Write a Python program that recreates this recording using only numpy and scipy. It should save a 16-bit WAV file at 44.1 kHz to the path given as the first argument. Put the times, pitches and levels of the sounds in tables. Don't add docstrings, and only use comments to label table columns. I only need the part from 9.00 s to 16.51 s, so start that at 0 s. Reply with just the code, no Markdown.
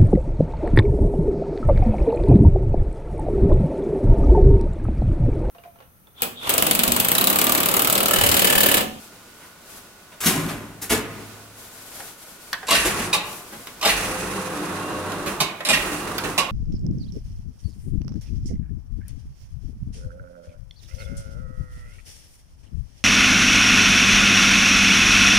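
import sys
import numpy as np
from scipy import signal
from scipy.fft import rfft, irfft, next_fast_len
from scipy.io import wavfile
from scipy.ndimage import uniform_filter1d, minimum_filter1d, map_coordinates

SR = 44100
rng = np.random.default_rng(int(sys.argv[2]) if len(sys.argv) > 2 else 0)


def file_out(sig):
    cols = np.atleast_2d(sig).T
    lim = np.clip(cols, -1, 1)
    pcm = np.round(lim * 32767).astype(np.int16)
    wavfile.write(sys.argv[1], SR, pcm)


N = 331191
TIME = np.arange(N) / SR

# (frequency [Hz], relative level [dB per Hz])
ROOM_COLOUR = [(12, -31), (20, -6), (158, -4.5), (193, -1.5), (472, -5), (678, -5.5), (759, -7.5),
               (1440, -6), (1570, -10), (2140, -10.5), (2460, -10), (3070, -12), (11000, -15), (16000, -20)]
# (time [s], frequency [Hz])
WHINE_PITCH = [(0, 1461), (2.93, 1490), (3.17, 1440), (3.6, 1474)]

# (middle [s], length [s], level [dB])
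SLEEVE_STROKES = [(0, 0.15, -45.5), (.44, 0.15, -51.5), (0.743, 0.13, -43.5), (2.63, 0.13, -43),
                  (2.86, .28, -43), (3.03, 0.18, -38.5), (3.272, 0.18, -44), (3.473, 0.15, -46),
                  (4.316, 0.15, -37.5), (4.557, 0.33, -44.5)]
# (frequency [Hz], relative level [dB per Hz])
CLOTH_COLOUR = [(200, -0.5), (800, 2.5), (2500, -1.5), (5000, -1), (9000, 0.5), (12500, 1), (16000, -10)]
STROKE_SQUARENESS = 3.6

# (time [s], level [dB], boom [dB], brightness [dB], rise [s], rattle t60 [s])
FRAME_KNOCKS = [(.40, -43, -10, -17, 0.026, 0.25), (1.11, -42.5, -2, -6, .015, 0.17),
                (1.204, -28, -6, 12.5, 0.00084, 0.7), (1.231, -24, -8, 10.5, 0.0047, 0.83),
                (1.257, -11.5, 9, 13.5, 0.003, 0.2), (1.33, -29.5, 8.5, -19, 0.0071, 1),
                (1.482, -25.5, -5, -1, 0.013, 0.16), (1.814, -24.5, 2, 18.5, 0.01, 0.17),
                (1.893, -10.5, 9.5, 7, 0.025, .21), (2.12, -38, 10.5, -10, 0.058, 0.62),
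                (4.52, -36, 6, -5, 0.0061, 0.16)]
# (frequency [Hz], relative level [dB per Hz])
FRAME_COLOUR = [(25, -24), (45, 1.5), (75, -6), (250, -3), (600, -5), (1500, -4.5), (2600, -6), (4500, -12),
                (10000, -12), (13000, -14), (16000, -24.5)]
# (frequency [Hz], width [Hz], height over the colour [dB])
FRAME_RESONANCES = [(105.8, 0.97, 12.5), (165.2, 4.7, 7.5), (217, 41, 1), (287, 9, 7.5), (436, 24, 2),
                    (1096, 29, 2.5)]

# (time [s], level [dB], body [dB], brightness [dB])
BUTTON_TICKS = [(3.003, -31.5, 2, -18), (3.5294, -13.5, -8.5, -2.5), (3.630, -28, 7, -12),
                (4.671, -25.5, -7, 1), (6.119, -25, -21, 10), (6.606, -25.5, -3, -7), (7.182, -20, -12, 12)]
# (frequency [Hz], relative level [dB per Hz])
BUTTON_COLOUR = [(60, -32), (300, -15), (550, -2), (1000, -5.5), (1900, -2), (3600, -6.5), (4800, -10),
                 (9000, -23.5), (13000, -14), (16000, -34)]
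# (frequency [Hz], width [Hz], height over the colour [dB])
BUTTON_RESONANCES = [(550, 390, 3.4), (1660, 140, 1.7), (3840, 100, 1.9)]
TICK_RISE_S, TICK_T60_S = 0.00021, 0.024

# (contactor closes [s], level [dB], body [dB], relay trigger [dB], armature trigger [dB],
# start-up hiss [dB], delay until the load is taken up [s], jolt of that load [dB])
LIFT_STARTS = [(3.706, -11, -3, -31, -19, -19, .142, -13.5), (4.849, -12.5, 0, -28, -19.5, -21, .176, -23),
               (6.687, -12.5, -4.5, -20.5, -22.5, -25.5, .224, -26)]
# (contactor drops out [s], level [dB], body [dB], brake knock [dB], its brightness [dB])
LIFT_STOPS = [(4.128, -8.5, -9, -20, 1), (6.402, -10, -5.5, -16.5, -3), (7.377, -11.5, -2, -16.5, -9)]
# (delay [s], level over its trigger [dB], body [dB], brightness [dB], rise [s], rattle t60 [s])
RELAY_TICK = [(-.037, -0.5, -6, 7.5, 0.0004, 0.066)]
# (delay [s], level over its trigger [dB], body [dB], brightness [dB], rise [s], rattle t60 [s])
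ARMATURE_TRAVEL = [(-0.025, 2, -2, 1, 0.0057, 0.12)]
# (frequency [Hz], relative level [dB per Hz])
CONTACTOR_COLOUR = [(30, -35), (170, -3), (400, -8), (900, -4.5), (1500, -4), (2700, -1.5), (4200, 0),
                    (6500, -7.5), (10000, -7.5), (13000, -12), (16000, -24.5)]
# (frequency [Hz], width [Hz], height over the colour [dB])
CONTACTOR_RESONANCES = [(640, 120, 13.2), (850, 85, 9.1), (1034, 40, 13.6), (1130, 55, 16.5),
                        (2444, 84, 6.4), (2762, 165, 6.8), (3780, 98, 5.3), (7550, 100, 7.4)]
CLOSE_BRIGHT_DB, CLOSE_RISE_S, CLOSE_T60_S = 6, 0.00084, 0.13
DROP_BRIGHT_DB, DROP_RISE_S, DROP_T60_S = 3.5, 0.0028, 0.089

# (delay [s], level over the start [dB], boom [dB], brightness [dB], rise [s], rattle t60 [s])
TORQUE_KICK = [(.002, -13.5, 7.5, -3, 0.0043, 0.2)]
TAKE_UP_BOOM_DB, TAKE_UP_BRIGHT_DB, TAKE_UP_RISE_S, TAKE_UP_T60_S = 7.5, 7.5, 0.011, .15
BRAKE_LEAD_S = .143
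BRAKE_BOOM_DB, BRAKE_KNOCK_RISE_S, BRAKE_T60_S = 2.5, 0.015, 0.1

# (frequency [Hz], level before the overall hum gain [dB])
HUM_TONES = [(96.9, -38), (193.8, -42.5), (301.5, -37), (517.5, -38), (602.9, -43), (737.5, -46),
             (1104, -40), (2509, -52), (2778, -46.5)]
# (frequency [Hz], relative level [dB per Hz])
RUMBLE_COLOUR = [(30, -37), (110, -11), (170, 3), (250, -5), (330, 1), (440, 1), (520, -8.5), (800, -5.5),
                 (1150, -2.5), (1600, -8.5), (2200, -19.5), (4000, -19), (9000, -70)]
# (frequency [Hz], relative level [dB per Hz])
HISS_COLOUR = [(500, -24), (1500, 6.5), (2700, -3.5), (4000, -1.5), (5200, -1), (7500, -1), (10000, 2),
               (12500, -6), (16000, -35)]
# (frequency [Hz], width [Hz], height over the colour [dB])
HISS_RESONANCES = [(1940, 140, 5.5), (2560, 250, 10.5), (2740, 70, 6), (6070, 410, -0.5)]
# (frequency [Hz], relative level [dB per Hz])
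SHUDDER_COLOUR = [(15, -32), (30, -13), (46, 0), (58, -9.5), (72, -12.5), (160, -29)]
SLOWING_S = 0.079
HUM_DB, SPIN_UP_S, SPIN_DOWN_DB_PER_S = -3.5, 0.24, 115
RUMBLE_DB, RUMBLE_RISE_S, COAST_DB_PER_S = -30.5, 0.18, 46.5
HISS_SETTLE_S, HISS_FALL, HISS_STOP_DB_PER_S = 0.059, 0.72, 151
BRAKE_HISS_DB, BRAKE_RISE_S, BRAKE_DB_PER_S = -37.5, 0.063, 92
SHUDDER_DB, JOLT_DB, BRAKE_JOLT_DB = -48.5, -33.5, -41
SURGE_RISE_S, JOLT_DB_PER_S, SHUDDER_STOP_DB_PER_S = 0.034, 40, 60

# (delay [s], level over the start [dB], body [dB], brightness [dB], rise [s], rattle t60 [s])
BOLT_SHOT = [(.042, -3, -5.5, 3, .002, 0.13)]
# (frequency [Hz], width [Hz], height over the colour [dB])
BOLT_RESONANCES = [(1922, 140, 15), (2385, 48, 10.4), (2710, 140, 13), (3410, 59, 5.8)]

# (frequency [Hz], correlation)
STEREO_LIKENESS = [(100, 0.8), (300, .94), (600, 0.63), (1200, 0.66), (2500, 0.095), (6000, 0.011)]
# (frequency [Hz], t60 [s])
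HALL_DECAY = [(100, 1), (260, 0.81), (700, 1), (1840, 0.83), (4850, 0.32), (12800, 0.21)]
# (time [s], left-right difference [dB], left lag [ms])
LIFT_POSITION = [(1.9, 2, -0.017), (3.6, 0, 0.011), (4.2, 1.5, 0.043), (4.9, -0.5, 0.065),
                 (5.6, -4, -0.012), (6.7, -3, 0.11), (7.4, -5, 0.14)]
# (frequency [Hz], left-right difference [dB])
MICROPHONE_BALANCE = [(400, 0), (750, -1.5), (8000, -1.5), (15000, 3.5)]
TOP_HZ = 15900
SIDES = np.array([[.5], [-.5]])


def amp(db):
    return 10 ** (np.asarray(db) / 20)


def unit(x):
    return x / np.sqrt(np.mean(np.abs(x) ** 2) + 1e-20)


def along(points, hz):
    f, v = np.transpose(points)
    return np.interp(np.log(hz + 1), np.log(f + 1), v)


def curves(rows, when=TIME):
    s, *cols = np.transpose(rows)
    return [np.interp(when, s, c) for c in cols]


def wobble(rate):
    knots = rng.standard_normal(int(N * rate / SR) + 4)
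    return map_coordinates(knots, [TIME * rate])


def envelope(start, rise_s, release, fall_db_per_s):
    rise = np.clip((TIME - start) / rise_s, 0, 1)
    return rise * amp(-fall_db_per_s * np.maximum(TIME - release, 0))


def colour(spectrum, modes, hz):
    peaks = sum(amp(2 * db) / (1 + (2 * (hz - centre) / width) ** 2) for centre, width, db in modes)
    return amp(along(spectrum, hz)) * np.sqrt(1 + peaks)


def causal(gain):
    cepstrum = irfft(np.log(np.maximum(gain, 1e-6)))
    half = len(cepstrum) // 2
    return np.exp(rfft(np.r_[cepstrum[0], 2 * cepstrum[1:half], np.zeros(half)]))


def diffuse(spectrum, modes=(), size=N):
    m = 2 * next_fast_len(size // 2 + 1)
    hz = np.fft.rfftfreq(m, 1 / SR)
    turn = np.arccos(np.clip(along(STEREO_LIKENESS, hz), -1, 1)) / 2
    noise = rfft(rng.standard_normal((2, m))) * colour(spectrum, modes, hz)
    mid, side = irfft(noise * [np.cos(turn), np.sin(turn)])[:, :size]
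    return unit(np.array([mid + side, mid - side]))


def hall_tail(length):
    hz, t, z = signal.stft(diffuse([(1, 0)], size=SR), SR, nperseg=256)
    t60 = length * along(HALL_DECAY, hz)[:, None]
    tail = signal.istft(z * amp(-60 * t / t60), SR, nperseg=256)[1]
    tail = tail * (1 - np.exp(-np.arange(tail.shape[1]) / SR / 0.00073))
    return tail / np.linalg.norm(tail[0])


def blows(events, spectrum, modes, body_hz, bright_hz, spiky, wet_db, echo_length=1, size=65536):
    out = np.zeros((2, N + size))
    t, hz = np.arange(size) / SR, np.fft.rfftfreq(size, 1 / SR)
    body = colour(spectrum, modes, hz)
    low = np.exp(-np.log2((hz + 1) / body_hz) ** 2)
    high = hz ** 2 / (hz ** 2 + bright_hz ** 2)
    for s, db, body_db, bright_db, rise, t60 in events:
        spikes = np.exp(spiky * rng.standard_normal(size // 16).repeat(16))
        contacts = unit(rng.standard_normal(size) * spikes)
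        force = contacts * (1 - np.exp(-t / rise)) * amp(-60 * t / t60) * (1 + 2 * rise / t60)
        sound = rfft(force) * causal(unit(body * amp(body_db * low + bright_db * high)))

        pan_db, lag_ms = curves(LIFT_POSITION, s)
        direct = np.exp(-2j * np.pi * hz * SIDES * lag_ms / 1000)
        panels = amp(-2.0) * rfft(hall_tail(0.15), size)
        hallway = amp(wet_db) * rfft(hall_tail(echo_length), size)
        pan = amp(SIDES * pan_db * hz / (hz + 700))
        paths = pan * (direct * (1 + panels) + hallway)
        out[:, round(s * SR):][:, :size] += amp(db) * irfft(sound * paths)
    return out[:, :N]


def set_off(parts, triggers):
    return [(s + delay, db + part_db, *shape) for s, db in triggers for delay, part_db, *shape in parts]


def starts():
    return [(s, db) for s, db, *_ in LIFT_STARTS]


def room():
    pitch = curves(WHINE_PITCH)[0] + 24 * wobble(110)
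    whine = amp(-57.0 + 0.77 * wobble(12)) * np.sin(2 * np.pi * np.cumsum(pitch) / SR)
    noise_gain = amp(-46.0 + 1.65 * wobble(4.05) + 0.33 * wobble(25))
    return noise_gain * diffuse(ROOM_COLOUR) + whine


def sleeve():
    power = sum(amp(db) ** 2 * np.exp(-np.abs(2 * (TIME - s) / length) ** STROKE_SQUARENESS)
                for s, length, db in SLEEVE_STROKES)
    roughness = amp(1.0 * wobble(60))
    return np.sqrt(power) * roughness * diffuse(CLOTH_COLOUR) * amp([[1.3], [-1.3]])


def frame():
    take_up = [(s + delay, db, TAKE_UP_BOOM_DB, TAKE_UP_BRIGHT_DB, TAKE_UP_RISE_S, TAKE_UP_T60_S)
               for s, *_, delay, db in LIFT_STARTS]
    brake = [(s - BRAKE_LEAD_S, db, BRAKE_BOOM_DB, bright_db, BRAKE_KNOCK_RISE_S, BRAKE_T60_S)
             for s, *_, db, bright_db in LIFT_STOPS]
    events = FRAME_KNOCKS + set_off(TORQUE_KICK, starts()) + take_up + brake
    return blows(events, FRAME_COLOUR, FRAME_RESONANCES, body_hz=245, bright_hz=4320, spiky=0.34, wet_db=-4.0)


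def button():
    events = [(*tick, TICK_RISE_S, TICK_T60_S) for tick in BUTTON_TICKS]
    return blows(events, BUTTON_COLOUR, BUTTON_RESONANCES,
                 body_hz=660, bright_hz=4950, spiky=0.67, wet_db=-7.5, echo_length=1.0)


def contactor():
    events = [(s, db, body_db, DROP_BRIGHT_DB, DROP_RISE_S, DROP_T60_S) for s, db, body_db, *_ in LIFT_STOPS]
    for s, db, body_db, relay_db, armature_db, *_ in LIFT_STARTS:
        events += set_off(RELAY_TICK, [(s, relay_db)])
        events += set_off(ARMATURE_TRAVEL, [(s, armature_db)])
        events += [(s, db, body_db, CLOSE_BRIGHT_DB, CLOSE_RISE_S, CLOSE_T60_S)]
    return blows(events, CONTACTOR_COLOUR, CONTACTOR_RESONANCES,
                 body_hz=890, bright_hz=5350, spiky=0.47, wet_db=-3.0, echo_length=0.91)


def motion():
    hum = rumble = hiss = shudder = 0
    for (start, _, _, _, _, hiss_db, *_), (stop, *_) in zip(LIFT_STARTS, LIFT_STOPS):
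        age = np.maximum(TIME - start, 0)
        brake, slowing = stop - BRAKE_LEAD_S, stop - SLOWING_S
        hum = hum + amp(HUM_DB) * envelope(start, SPIN_UP_S, slowing, SPIN_DOWN_DB_PER_S)
        rumble = rumble + amp(RUMBLE_DB) * envelope(start, RUMBLE_RISE_S, slowing, COAST_DB_PER_S)

        surge = amp(hiss_db) * (1 + age / HISS_SETTLE_S) ** -HISS_FALL
        hiss = hiss + surge * envelope(start, SURGE_RISE_S, slowing, HISS_STOP_DB_PER_S)
        hiss = hiss + amp(BRAKE_HISS_DB) * envelope(brake, BRAKE_RISE_S, brake, BRAKE_DB_PER_S)

        shaking = amp(SHUDDER_DB) + amp(JOLT_DB - JOLT_DB_PER_S * age)
        running = shaking * envelope(start, SURGE_RISE_S, slowing, SHUDDER_STOP_DB_PER_S)
        braking = amp(BRAKE_JOLT_DB) * envelope(brake, SURGE_RISE_S, slowing, SHUDDER_STOP_DB_PER_S)
        shudder = shudder + np.maximum(running, braking)
    return hum, rumble, hiss, shudder


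def drive():
    hum_gain, rumble_gain, hiss_gain, shudder_gain = motion()
    drift = np.cumsum(0.002955 * wobble(6)) / SR
    tones = 0
    for hz, db in HUM_TONES:
        phase = 2 * np.pi * (hz * (TIME + drift) + rng.random()) + 0.6 * wobble(24)
        tones = tones + amp(db + 5.25 * wobble(8)) * np.sin(phase)
    rumble = rumble_gain * amp(wobble(30)) * diffuse(RUMBLE_COLOUR)
    flutter = amp(1.33 * wobble(90) + 0.28 * wobble(21))
    hiss = hiss_gain * flutter * diffuse(HISS_COLOUR, HISS_RESONANCES)
    shudder = shudder_gain * diffuse(SHUDDER_COLOUR)
    pan = curves(LIFT_POSITION)[0] * SIDES
    return hum_gain * tones + rumble + shudder + amp(pan) * hiss


def lock():
    return blows(set_off(BOLT_SHOT, starts()), CONTACTOR_COLOUR, BOLT_RESONANCES,
                 body_hz=770, bright_hz=5500, spiky=0.067, wet_db=-2)


def scene():
    return room() + sleeve() + frame() + button() + contactor() + drive() + lock()


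def record(dry):
    needed = np.minimum(1, amp(-3.5) / (np.abs(dry).max(axis=0) + 1e-9))
    gain = uniform_filter1d(minimum_filter1d(needed, size=221), size=221)
    m = next_fast_len(N + SR // 2)
    hz = np.fft.rfftfreq(m, 1 / SR)
    balance = amp(along(MICROPHONE_BALANCE, hz) * SIDES)
    return irfft(rfft(dry * gain, m) * balance * (hz < TOP_HZ), m)[:, :N]


dry = scene()
out = record(dry)
file_out(out)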